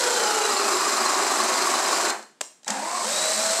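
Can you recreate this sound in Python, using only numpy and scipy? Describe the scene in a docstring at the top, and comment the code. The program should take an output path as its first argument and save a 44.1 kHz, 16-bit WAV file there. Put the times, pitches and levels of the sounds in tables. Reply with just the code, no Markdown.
"""Small workshop: a cordless drill drives a tap into an aluminium profile, slowing as the thread bites.
It stops, the direction switch snaps over, and it backs the tap out, first slowly, then at speed.
Gear tones follow the tooth mesh rate; rattle and bright rasp are grain noise pulsed by each tooth.
Under load all three throb with each turn of a gear wheel. The tap squeals and judders, chips ring,
gears clack; a shifting diffuse room and low-heavy noise lie behind."""
import sys
import numpy as np
from scipy import signal
from scipy.fft import rfft, irfft
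from scipy.io import wavfile

SR = 44100
rng = np.random.default_rng(int(sys.argv[2]) if len(sys.argv) > 2 else 0)


def store_wav(level_fs):
    """Save 16-bit WAV to argv[1]."""
    pcm = np.round(np.clip(np.atleast_2d(level_fs), -1, 1) * 32767)
    wavfile.write(sys.argv[1], SR, pcm.T.astype(np.int16))


N = 158760
T = np.arange(N) / SR
HZ = np.fft.rfftfreq(N, 1 / SR)
FLUTTER_HZ = 34.85  # bandwidth of level flutter and pitch wander

# low resonances: (frequency [Hz], width [Hz], level over the broad sound [dB])
LOW_MODES = [(223, 19, 8), (268, 7.1, 6.5), (369, 44, 7)]
WHEEL_TEETH, FIRST_THROB_S, RATTLE_THROB_SHARE = 16, 0.0094, 0.44
TOOTH_DEPTH = 0.3
RATTLE_GRIT_DB, RASP_GRIT_DB, GRAINS_PER_S = 2.5, 0.5, 5000


def drill(speed, levels, tones, body, rattle_colour, rasp_colour, throb_db, flutter_db):
    """One run: rough mesh-rate harmonics plus tooth-pulsed rattle and rasp, throbbing per wheel turn."""
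    mesh_hz, = at_time(speed)
    tone_db, rattle_db, rasp_db = at_time(levels)
    angle = 2 * np.pi * np.cumsum(mesh_hz) / SR
    first_angle = np.interp(FIRST_THROB_S, T, angle)
    throb = throb_db * np.cos((angle - first_angle) / WHEEL_TEETH)
    teeth = unit(1 + TOOTH_DEPTH * np.cos(angle))

    whine = np.zeros(N)
    for multiple, db, rough, width_hz in tones:
        rough = np.clip(rough, 0, 1)
        waver = np.sqrt(1 - rough) + np.sqrt(rough) * flutter(width_hz)
        gain = np.sqrt(2) * amp(db + at_hz(body, multiple * mesh_hz))
        whine += gain * (waver * np.exp(1j * multiple * angle)).real
    # gear tones throb with the wheel, plus any random level flutter
    whine *= amp(tone_db + throb + flutter_db * flutter(FLUTTER_HZ).real)

    rattle = grains(RATTLE_GRIT_DB) * teeth * amp(rattle_db + RATTLE_THROB_SHARE * throb)
    rattle = colour(rattle, rattle_colour, LOW_MODES)
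    rasp = colour(grains(RASP_GRIT_DB) * teeth * amp(rasp_db + throb), rasp_colour)
    running = (T >= levels[0][0]) & (T <= levels[-1][0])
    return running * (whine + rattle + rasp)


# motor speed: (time [s], tooth mesh rate [Hz])
CUT_SPEED = [(0, 511.4), (.2, 471.3), (.45, 428.9), (.7, 397.7), (1.05, 378), (1.42, 360.6), (1.7, 375.6),
             (1.9, 361.2), (2.11, 367.7), (2.27, 119.7)]
# layer gains: (time [s], gear tones [dB], rattle [dB], rasp [dB])
CUT_LEVEL = [(0, -26.5, -28.5, -27.5), (.35, -26, -29.5, -28.5), (.75, -26.5, -27.5, -29),
             (2.106, -33.5, -26.5, -28.5), (2.119, -47, -28, -68), (2.2, -76, -45.5, -84),
             (2.3, -88, -67, -68)]
# gear tones and motor whine: (multiple of mesh rate, relative level [dB], roughness [0-1], width [Hz])
CUT_TONES = [(1, -5.5, 0.74, 46), (2, -9, 0.8, 123), (3, -0.5, 0.79, 167), (6.55, -13, .8, 90)]
# drill radiation of the tones: (frequency [Hz], gain [dB])
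CUT_BODY = [(330, -15), (390, -3), (690, 3), (950, -14.5), (1120, 0.5), (1320, -6.5), (2400, -10),
            (2850, -1.5)]
# backlash rattle spectrum: (frequency [Hz], relative density [dB per Hz])
CUT_RATTLE = [(95, -58), (190, -17), (385, -2.5), (470, -7), (640, 2), (820, 0.5), (1400, 0), (3000, -13),
              (5000, -40.5)]
# brush rasp spectrum: (frequency [Hz], relative density [dB per Hz])
CUT_RASP = [(100, -51), (1000, -27.5), (2300, -5.5), (3300, -6), (4000, -0.5), (6700, -0.5), (7700, 2.5),
            (9900, -10), (12600, -14.5), (13400, -38)]


def cutting():
    """Cutting run: the mesh rate sags as the thread loads the motor, with a wheel throb."""
    return drill(CUT_SPEED, CUT_LEVEL, CUT_TONES, CUT_BODY, CUT_RATTLE, CUT_RASP,
                 throb_db=1.5, flutter_db=0)


# motor speed: (time [s], tooth mesh rate [Hz])
BACK_SPEED = [(2.665, 169.3), (2.70, 268.8), (2.78, 265.3), (2.87, 335.1), (2.95, 363.5), (3.025, 346.8),
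              (3.055, 484.7), (3.12, 592.6), (3.18, 621.8), (3.6, 665.5)]
# layer gains: (time [s], gear tones [dB], rattle [dB], rasp [dB])
BACK_LEVEL = [(2.659, -86, -53, -52), (2.689, -35.5, -33, -36.5), (2.78, -32.5, -35.5, -37.5),
              (3.02, -29, -36.5, -31.5), (3.07, -30, -33, -29), (3.14, -33.5, -31, -26.5),
              (3.6, -38.5, -31, -26)]
# gear tones and motor whine: (multiple of mesh rate, relative level [dB], roughness [0-1], width [Hz])
BACK_TONES = [(1, 1.5, 0.1, 28), (2, -8, 0.26, 24), (3, -2, 0.69, 136), (6.27, 0, 0.7, 99)]
# drill radiation of the tones: (frequency [Hz], gain [dB])
BACK_BODY = [(230, -12), (290, -17), (370, -20), (480, -9), (640, 1), (1080, -1), (1300, -14), (3400, -19),
             (3850, -1)]
# backlash rattle spectrum: (frequency [Hz], relative density [dB per Hz])
BACK_RATTLE = [(115, -49), (190, -4.5), (380, -9.5), (530, 6), (1500, 2), (2700, -4), (5000, -42)]
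# brush rasp spectrum: (frequency [Hz], relative density [dB per Hz])
BACK_RASP = [(100, -70), (1000, -11), (2300, -14.5), (4200, 0), (6700, -0.5), (7900, 5), (10600, -15.5),
             (12400, -15.5), (13400, -25), (16000, -40)]


def backing_out():
    """Reverse run: the mesh rate climbs, with hardly any throb and a slight random level flutter."""
    return drill(BACK_SPEED, BACK_LEVEL, BACK_TONES, BACK_BODY, BACK_RATTLE, BACK_RASP,
                 throb_db=0.1, flutter_db=0.5)


SQUEAL_HZ, SQUEAL_DB, SQUEAL_SPAN_S = (873, 797), -32.5, (0.0185, 0.66)


def tap_squeal():
    """Tap entering the hole: a fluttering squeal that sinks in pitch."""
    swell = np.sin(np.pi * np.interp(T, SQUEAL_SPAN_S, [0, 1]))
    angle = 2 * np.pi * np.cumsum(np.interp(T, SQUEAL_SPAN_S, SQUEAL_HZ)) / SR
    return amp(SQUEAL_DB) * swell * ((1 + flutter(2 * FLUTTER_HZ)) * np.exp(1j * angle)).real


# tap catching in the thread: (time [s], level [dB])
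CATCHES = [(0.719, -23.5), (1.005, -17.5), (1.399, -16), (1.67, -16), (1.736, -19.5), (1.927, -19),
           (2.0, -19)]
JUDDER_HZ, JUDDER_WANDER_HZ, JUDDER_RISE_S = 1110, 24.995, 0.0037


def tap_judder():
    """Tap catching in the thread: short bursts of one tone with straying pitch."""
    bursts = np.zeros(N)
    for s, db in CATCHES:
        age = np.maximum(T - s, 0) / JUDDER_RISE_S
        bursts += amp(db) * age * np.exp(1 - age)
    return bursts * wavering(JUDDER_HZ, JUDDER_WANDER_HZ)


# profile resonances: (frequency [Hz], width [Hz], relative level [dB])
PROFILE_MODES = [(4140, 57, 1), (4966, 78, 0.5), (6150, 110, -6), (7300, 70, 0.5)]
CHIPS_DB, CHIPS_PER_S, PROFILE_WANDER_HZ = -42, 120, 95.1


def chips():
    """Chips breaking off ring the profile: random decays on carriers of straying pitch."""
    cut_end_s = CUT_SPEED[-2][0]
    out = np.zeros(N)
    for hz, width_hz, db in PROFILE_MODES:
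        breaks = rng.uniform(-1, 1, N) * (rng.random(N) < CHIPS_PER_S / SR) * (T < cut_end_s)
        decay = np.exp(-np.pi * width_hz / SR)
        ring = signal.lfilter([1], [1, -decay], breaks + 1e-18)
        out += amp(CHIPS_DB + db) * unit(ring * wavering(hz, PROFILE_WANDER_HZ))
    return out


# direction switch contacts: (time [s], crack level [dB], ring level [dB])
SWITCH = [(2.4093, -21, -23), (2.412, -18, -40), (2.4132, -21, -11.5)]
# crack spectrum: (frequency [Hz], relative density [dB per Hz])
SWITCH_COLOUR = [(100, -19), (650, 4.5), (2300, -5), (8500, -1), (11500, -21), (16000, -30)]
SWITCH_RING_HZ, SWITCH_RING_S, SWITCH_FADE_S = 7450, .0008, .0015


def switch():
    """Direction switch: three quick plastic contacts as noise cracks; the last rings brightly."""
    crack, ring = np.zeros(N), np.zeros(N)
    for s, crack_db, ring_db in SWITCH:
        crack += amp(crack_db) * dying(s, SWITCH_FADE_S)
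        ring += amp(ring_db) * dying(s, SWITCH_RING_S) * np.sin(2 * np.pi * SWITCH_RING_HZ * (T - s))
    return colour(crack * rng.standard_normal(N), SWITCH_COLOUR) + ring


# trigger ticks and gears taking up slack: (time [s], level [dB])
CLACKS = [(2.227, -38), (2.632, -44), (2.646, -39), (2.6793, -16.5), (2.7039, -16.5)]
# clack spectrum: (frequency [Hz], relative density [dB per Hz])
CLACK_COLOUR = [(150, -29), (700, 2), (2000, -5.5), (7500, 2), (16000, -36)]
CLACK_FADE_S = 0.0033


def clacks():
    """Trigger and gearbox: short noise cracks as the drill stops and starts."""
    envelope = sum(amp(db) * dying(s, CLACK_FADE_S) for s, db in CLACKS)
    return colour(envelope * rng.standard_normal(N), CLACK_COLOUR)


HUM_HZ, HUM_DB, HUM_FADE_S = 216, -34, 0.072


def housing():
    """Housing hum: a decaying low tone set off by the last clack."""
    start_s = CLACKS[-1][0]
    return amp(HUM_DB) * dying(start_s, HUM_FADE_S) * np.sin(2 * np.pi * HUM_HZ * (T - start_s))


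KNOCK_S, KNOCK_DB, KNOCK_HZ, KNOCK_FADE_S = 2.6685, -29, 846, 0.0048


def rotor_knock():
    """Rotor breaking loose: a dull decaying knock."""
    return amp(KNOCK_DB) * dying(KNOCK_S, KNOCK_FADE_S) * np.sin(2 * np.pi * KNOCK_HZ * (T - KNOCK_S))


PWM_HZ, PWM_SPAN_S, PWM_DB = 3880, (2.651, 2.68), (-48, -51)  # levels: switching rate, octave


def windings():
    """Stalled windings: a brief swell at the switching rate and its octave."""
    swell = np.sin(np.pi * np.interp(T, PWM_SPAN_S, [0, 1]))
    return swell * sum(amp(db) * np.sin(2 * np.pi * (k + 1) * PWM_HZ * T) for k, db in enumerate(PWM_DB))


ROOM_DB, SWAY_HZ = -7, 5


def room(x, count=3):
    """Workshop reverb: echo patterns crossfade as the drill moves; already ringing at the start."""
    x = np.pad(x, (SR, 0), mode="reflect")
    turn = np.pi * SWAY_HZ * np.arange(len(x)) / SR
    wet = sum(signal.fftconvolve(x * np.cos(turn + np.pi * k / count), echoes()) for k in range(count))
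    return amp(ROOM_DB) * np.sqrt(2 / count) * wet[SR:SR + N]


# reverberation: (frequency [Hz], 60 dB decay time [s])
ROOM_T60 = [(200, 0.51), (700, 0.36), (6000, 0.42)]
ROOM_GAP_S = 0.0016


def echoes():
    """One diffuse echo pattern: noise decaying at a rate set per frequency, after a short gap."""
    hz, s, z = signal.stft(rng.standard_normal(SR), SR, nperseg=256)
    decay = amp(-60 * s / at_hz(ROOM_T60, hz)[:, None])
    tail = signal.istft(z * decay, SR, nperseg=256)[1][:SR]
    tail = tail * (T[:SR] > ROOM_GAP_S)
    return tail / np.linalg.norm(tail)


# background spectrum: (frequency [Hz], relative density [dB per Hz])
FLOOR = [(25, -27), (200, 18), (9000, 0), (16000, -33)]
FLOOR_DB = -64.5


def background():
    """Steady noise, strongest in the low range."""
    return amp(FLOOR_DB) * colour(rng.standard_normal(N), FLOOR)


def amp(db):
    """Decibels to gain."""
    return 10 ** (np.asarray(db) / 20)


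def unit(x):
    """Scales to rms 1."""
    return x / np.sqrt(np.mean(abs(x) ** 2) + 1e-20)


def at_hz(points, hz):
    """Reads a table on a log-frequency axis."""
    f, value = np.transpose(points)
    return np.interp(np.log(hz + 1), np.log(f), value)


def at_time(rows):
    """Every column of a control table, sample by sample."""
    s, *columns = np.transpose(rows)
    return [np.interp(T, s, c) for c in columns]


def colour(x, points, modes=()):
    """Causal minimum-phase filter of unit power: a broad spectrum with resonances on top."""
    power = 1 + sum(amp(db) ** 2 / (1 + (2 * (HZ - f) / width) ** 2) for f, width, db in modes)
    log_gain = np.log(unit(amp(at_hz(points, HZ)) * np.sqrt(power)))
    # fold the cepstrum onto positive time
    cepstrum = irfft(log_gain, N) * np.sign(N / 2 - np.arange(N))
    cepstrum[1:N // 2] *= 2
    cepstrum[N // 2:] = 0
    return irfft(rfft(x) * np.exp(rfft(cepstrum)), N)


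def flutter(width_hz):
    """Complex noise that changes about width_hz times a second."""
    z = rng.standard_normal(N) + 1j * rng.standard_normal(N)
    lowpass = 1 + (np.fft.fftfreq(N, 1 / SR) / width_hz) ** 4
    return unit(np.fft.ifft(z / lowpass))


def wavering(hz, wander_hz):
    """A tone whose pitch strays quickly around hz, by wander_hz rms."""
    return np.cos(2 * np.pi * np.cumsum(hz + wander_hz * unit(flutter(FLUTTER_HZ).real)) / SR)


def grains(grit_db):
    """A dense spray of tiny impacts of uneven size."""
    size = amp(grit_db * np.minimum(rng.exponential(1, N), 5))
    return unit(size * rng.choice([-1, 1], N) * (rng.random(N) < GRAINS_PER_S / SR))


def dying(start_s, fade_s):
    """An envelope that jumps up at start_s and dies away."""
    return (T >= start_s) * np.exp(-np.maximum(T - start_s, 0) / fade_s)


def scene():
    """Cut, switch over, back out; the switch cracks, with a smooth diffuse reverb tail behind it."""
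    run = cutting() + backing_out()
    work = tap_squeal() + tap_judder() + chips()
    start_stop = clacks() + windings() + rotor_knock() + housing()
    direct = run + work + start_stop
    # separate noise draws smooth the tail
    snap = switch() + sum(room(switch()) for _ in range(3)) / 2
    return (direct + room(direct) + snap + background())[None]


def record(dry):
    """Microphone bass cut and upper band limit."""
    bass_cut = signal.butter(N=2, Wn=130, btype="high", fs=SR, output="sos")
    thin = signal.sosfilt(bass_cut, dry)
    band_limit = signal.firwin(511, 15750, window=("kaiser", 9), fs=SR)
    return signal.oaconvolve(thin, band_limit[None], "same")


dry = scene()
out = record(dry)
store_wav(out)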